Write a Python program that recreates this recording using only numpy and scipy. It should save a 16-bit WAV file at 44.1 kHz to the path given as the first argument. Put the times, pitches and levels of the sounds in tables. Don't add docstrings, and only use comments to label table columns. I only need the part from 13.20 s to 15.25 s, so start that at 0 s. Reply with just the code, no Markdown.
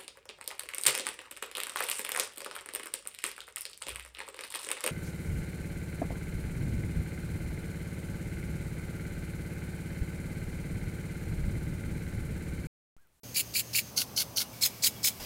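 import sys
import numpy as np
from scipy.fft import rfft, irfft, next_fast_len
from scipy.io import wavfile
from scipy.ndimage import map_coordinates

SR = 44100
rng = np.random.default_rng(int(sys.argv[2]) if len(sys.argv) > 2 else 0)


def wrap_up_sound(samples):
    columns = np.atleast_2d(samples).T
    tamed = np.clip(columns, -1, 1)
    steps = np.round(tamed * 32767).astype(np.int16)
    wavfile.write(sys.argv[1], SR, steps)


N = 90537

MOVES_S = [.705, 1.325, 1.996]
# (frequency [Hz], level [dB])
JET_SPECTRUM = [(1500, -3.5), (2800, -.5), (3800, -4), (5000, 1.5), (7500, -4.5), (9500, -4), (11300, -5),
                (13000, 0), (15500, -3)]
# (frequency [Hz], half width [Hz], lift [dB])
NOZZLE_PEAKS = [(6400, 320, 10.5), (6160, 180, 7.5), (2280, 130, 6), (4240, 5400, 4)]
# jet, per position (level [dB])
JET_LEVELS_DB = [-49, -52, -49.5, -43]
# (frequency [Hz], level [dB])
RUMBLE_SPECTRUM = [(32, -19), (50, -10.5), (80, -1), (115, 1), (150, -2.5), (210, -2.5), (330, -10.5),
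                   (550, -10), (900, -20.5), (1500, -22)]
# (time [s], gain [dB])
SWELL = [(.17, 0.5), (.3, 0.5), (1.2, -0.5), (1.28, -1), (1.5, -0.5)]
# (frequency [Hz], level [dB])
RUSH_SPECTRUM = [(160, -4.5), (220, 3.5), (400, -3.5), (800, -0.5), (1200, -5), (2000, -29)]
# rush, per position (level [dB])
RUSH_LEVELS_DB = [-62.5, -53, -55.5, -50]
# (frequency [Hz], level [dB])
DEEP_SPECTRUM = [(25, -5), (55, -11), (90, -1), (200, -24)]
# (jet contact [s], knock time [s], length [s], scoop gain [dB],
# scoop ring [Hz], spray gain [dB], knock gain [dB])
ARM_STROKES = [
    [(.143, .162, 0.065, -35, 4660, -27.5, -24), (.337, .356, 0.065, -34, 4560, -27.5, -22.5),
     (.531, .549, 0.063, -32.5, 4530, -26, -22)],
    [(.763, .779, 0.059, -29, 4390, -30.5, -24), (.961, .978, 0.06, -30, 4420, -30, -22.5),
     (1.159, 1.178, 0.062, -31, 4500, -30.5, -22.5)],
    [(1.411, 1.427, 0.054, -30.5, 5170, -25.5, -25.5), (1.622, 1.638, 0.054, -28, 4650, -25, -25),
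     (1.831, 1.847, 0.054, -29, 5160, -24.5, -21)],
]
# (frequency [Hz], level [dB])
SPRAY_SPECTRA = [
    [(1300, -18.5), (2000, -7), (2300, 3.5), (3500, -7), (4400, 6.5), (5900, -10.5), (7000, 5.5),
     (8000, -2), (10000, 3), (15500, -2)],
    [(1100, -17.5), (1850, -10), (2500, -1), (4500, 9.5), (6300, 6.5), (8300, 0.5), (11000, 7.5),
     (15500, 3)],
    [(1100, -14), (1700, -11), (2200, 0), (2800, -6), (3400, 3.5), (5000, -3.5), (7500, 1), (15500, 2)],
]
# (rise [s], sag [dB], tail [dB])
SPRAY_ENVELOPES = [(0.027, 1, -31), (0.014, 3.5, -18.5), (.018, 2.5, -17.5)]
SPIT_LEVELS_DB = [-18, -6.5, -10]
# (frequency [Hz], half width [Hz], lift [dB])
HEAD_PEAKS = [
    [(2800, 200, 7), (5120, 56, 10.5), (7260, 50, 4), (13900, 90, 8), (15530, 110, 11)],
    [(1453, 210, 16.5), (2150, 103, 12), (2920, 250, 4.5), (9500, 97, 9)],
    [(3980, 95, 6), (5130, 200, 12.5), (6410, 170, 8), (6860, 110, 9), (7920, 64, 7)],
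]
# (frequency [Hz], level [dB])
SCOOP_SPECTRA = [
    [(2000, -13), (3600, -12), (4500, 1), (5300, -1.5), (7500, -17), (15000, -12)],
    [(3700, -20), (4300, 2.5), (6300, 3.5), (7500, -12.5), (11000, -9.5), (15000, -22)],
    [(3600, -21), (4300, 5.5), (6400, -4), (7500, 0), (15000, -21)],
]
# (time [s], length [s], frequency [Hz], level [dB])
BRIEF_RINGS = [(0.158, .008, 4550, -31.5), (.201, 0.0064, 2890, -33), (0.366, .008, 4310, -31),
               (0.586, .009, 2326, -30), (0.772, .008, 6300, -32), (.986, 0.0061, 4550, -27),
               (1.181, .006, 4130, -30), (1.423, 0.0051, 5200, -26.5), (1.431, 0.0167, 4176, -25),
               (1.635, 0.0078, 6210, -24.5), (1.642, 0.0084, 4440, -25), (1.667, .008, 3270, -30.5),
               (1.840, .005, 5080, -26.5)]
# (frequency [Hz], t60 [s])
KNOCK_MODES = [(2380, 0.027), (3085, 0.015), (2306, 0.019)]
# (frequency [Hz], level [dB])
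SLAP_SPECTRUM = [(1300, -29), (2200, -7.5), (3300, 1), (5000, -10.5)]
# (time [s], length [s], start frequency [Hz], level [dB])
WHISTLE_EVENTS = [(1.245, 0.029, 2920, -53.5), (1.745, 0.048, 3370, -54.5), (1.915, 0.018, 3400, -50)]

TIME_S = np.arange(N) / SR


def amp(db):
    return 10 ** (np.asarray(db) / 20)


def unit(x):
    return x / np.sqrt(np.mean(x ** 2) + 1e-20)


def ramp(t, length_s):
    return np.clip(t / length_s, 0, 1)


def wobble(knots_per_s):
    return map_coordinates(rng.standard_normal(4096), [TIME_S * knots_per_s], mode="mirror")


def filtered(x, response):
    size = next_fast_len(N + 8192)
    return irfft(rfft(x, size) * response(np.fft.rfftfreq(size, 1 / SR)), size)[:N]


def coloured(x, spectrum, peaks=()):
    knots_hz, knots_db = np.transpose(spectrum)
    knots_hz = np.r_[knots_hz[0] / 2, knots_hz, knots_hz[-1] * 2]
    knots_db = np.r_[knots_db[0] - 40, knots_db, knots_db[-1] - 40]

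    def response(hz):
        peaks_db = sum(lift * np.exp(-((hz - centre) / width) ** 2) for centre, width, lift in peaks)
        return amp(np.interp(np.log(hz + 1), np.log(knots_hz + 1), knots_db) + peaks_db)
    return unit(filtered(x, response))


def noise(spectrum, peaks=()):
    return coloured(rng.standard_normal(N), spectrum, peaks)


def positions(fade_s=.004):
    moves = [ramp(TIME_S - move_s, fade_s) for move_s in MOVES_S]
    return -np.diff([np.ones(N)] + moves + [np.zeros(N)], axis=0)


def jet():
    return sum(gate * amp(db) * noise(JET_SPECTRUM, [peak])
               for gate, db, peak in zip(positions(), JET_LEVELS_DB, NOZZLE_PEAKS))


def garden(rumble_db=-50, hum_hz=116.6, hum_db=-57, drift_rad=0.35, deep_db=-48.5):
    gates = positions()
    hum = np.sin(2 * np.pi * hum_hz * TIME_S + drift_rad * wobble(10.94)) * amp(2.6 * wobble(8.5))
    rush = amp(RUSH_LEVELS_DB) @ gates * noise(RUSH_SPECTRUM)
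    rumble = amp(rumble_db) * noise(RUMBLE_SPECTRUM)
    deep = amp(deep_db) * gates[-1] * noise(DEEP_SPECTRUM)
    swell = amp(np.interp(TIME_S, *np.transpose(SWELL)))
    return swell * (rumble + amp(hum_db) * unit(hum)) + rush + deep


def drops(per_s):
    return unit((rng.random(N) < per_s / SR) * rng.uniform(-0.81, 1, N))


def water(spectrum, peaks=(), drop_share=0.41, flutter_db=3):
    burst = np.sqrt(drop_share) * drops(per_s=9000) + np.sqrt(1 - drop_share) * rng.standard_normal(N)
    flutter = amp(flutter_db * np.tanh(wobble(knots_per_s=350)))
    return coloured(burst * flutter, spectrum, peaks)


def arm(detune_share=.004):
    out = np.zeros(N)
    for position, strokes in enumerate(ARM_STROKES):
        for start_s, knock_s, length_s, scoop_db, ring_hz, spray_db, knock_db in strokes:
            t, since_knock_s = TIME_S - start_s, TIME_S - knock_s
            head = [(hz * (1 + detune_share * rng.uniform(-0.86, 1)), width_hz, db)
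                    for hz, width_hz, db in HEAD_PEAKS[position]]
            shatter = spray(since_knock_s, start_s + length_s - knock_s, position, head)
            out += amp(spray_db) * spray_envelope(t, length_s, *SPRAY_ENVELOPES[position]) * shatter
            out += amp(scoop_db) * scoop(t, length_s, SCOOP_SPECTRA[position], ring_hz)
            out += amp(spray_db) * slap(t - length_s, head)
            out += amp(knock_db) * knock(since_knock_s, *KNOCK_MODES[position])
    return out


def spray(since_knock_s, stay_s, position, head, coarse_hz=3930, early_db=-2.5, sag_db=1.5):
    spectrum = SPRAY_SPECTRA[position]
    shatter = water(spectrum, head)
    shatter += amp(SPIT_LEVELS_DB[position]) * coloured(drops(per_s=500), spectrum, head)
    coarse = filtered(shatter, lambda hz: 1 / (1 + (hz / coarse_hz) ** 16))
    early = 1 - ramp(since_knock_s + 0.0029, .002)
    resting = np.sin(np.pi * ramp(since_knock_s, stay_s - .012))
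    return shatter - coarse + coarse * amp(early_db * early - sag_db * resting)


def spray_envelope(t, length_s, rise_s, sag_db, tail_db, start_db=-17, lead_s=.003,
                   release_db_per_s=964, tail_db_per_s=260):
    after_s = np.maximum(t - length_s, 0)
    resting = np.sin(np.pi * ramp(t - rise_s, length_s - rise_s - .008)) ** 2
    db = start_db * (1 - ramp(t, rise_s)) - sag_db * resting
    release = np.hypot(amp(-release_db_per_s * after_s), amp(tail_db - tail_db_per_s * after_s))
    return ramp(t + lead_s, 0.0036) * amp(db) * release


def scoop(t, length_s, spectrum, ring_hz, half_width_hz=180, lift_db=10, graze_s=0.01115, graze_db=-5,
          hold_s=0.026, fall_db_per_s=365, release_db_per_s=1500):
    filled = ramp(t - graze_s, 0.0017)
    graze = amp(graze_db) * ramp(t, 0.003) * (1 - filled) * water(spectrum)
    ring = water(spectrum, [(ring_hz, half_width_hz, lift_db)])
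    fall_db = fall_db_per_s * np.maximum(t - hold_s, 0) + release_db_per_s * np.maximum(t - length_s, 0)
    return graze + filled * amp(-fall_db) * ring


def splats_and_clacks(roughness=0.51, fall_hz_per_s=8000):
    out = np.zeros(N)
    for start_s, length_s, hz, db in BRIEF_RINGS:
        t = TIME_S - start_s
        phase = 2 * np.pi * np.cumsum(hz - fall_hz_per_s * (t - length_s / 2)) / SR
        ring = np.sin(phase) + roughness * (wobble(900) * np.sin(phase) + wobble(900) * np.cos(phase))
        envelope = np.sqrt(np.abs(np.sin(np.pi * ramp(t, length_s))))
        out += amp(db) * envelope * unit(ring)
    return out


def knock(t, hz, t60_s, crack_db=-9, crack_t60_s=.008):
    t = np.maximum(t, 0)
    ring = np.sin(2 * np.pi * hz * (1 + rng.normal(0, 0.0096)) * t) * amp(-60 * t / t60_s)
    crack = rng.standard_normal(N) * amp(crack_db - 60 * t / crack_t60_s)
    return ramp(t, 0.00054) * (ring + np.diff(crack, prepend=0) / 2)


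def slap(since_end_s, head, re_spray_db=-9.5, lead_s=0.0036, half_width_s=0.0072):
    envelope = np.exp(-((since_end_s + lead_s) / half_width_s) ** 2)
    return amp(re_spray_db) * envelope * water(SLAP_SPECTRUM, head)


def whistles(fall_hz_per_s=2200, waver_hz=40):
    out = np.zeros(N)
    for start_s, length_s, hz, db in WHISTLE_EVENTS:
        t = TIME_S - start_s
        pitch_hz = hz - fall_hz_per_s * t + waver_hz * wobble(300)
        envelope = np.sin(np.pi * ramp(t, length_s))
        out += amp(db) * envelope * np.sin(2 * np.pi * np.cumsum(pitch_hz) / SR)
    return out


def scene():
    return (arm() + splats_and_clacks() + jet() + whistles() + garden())[None]


def record(dry, start_s=0.033, top_hz=15900):
    opened = dry[0] * ramp(TIME_S - start_s, 0.0011)
    return filtered(opened, lambda hz: hz < top_hz)[None]


dry = scene()
out = record(dry)
wrap_up_sound(out)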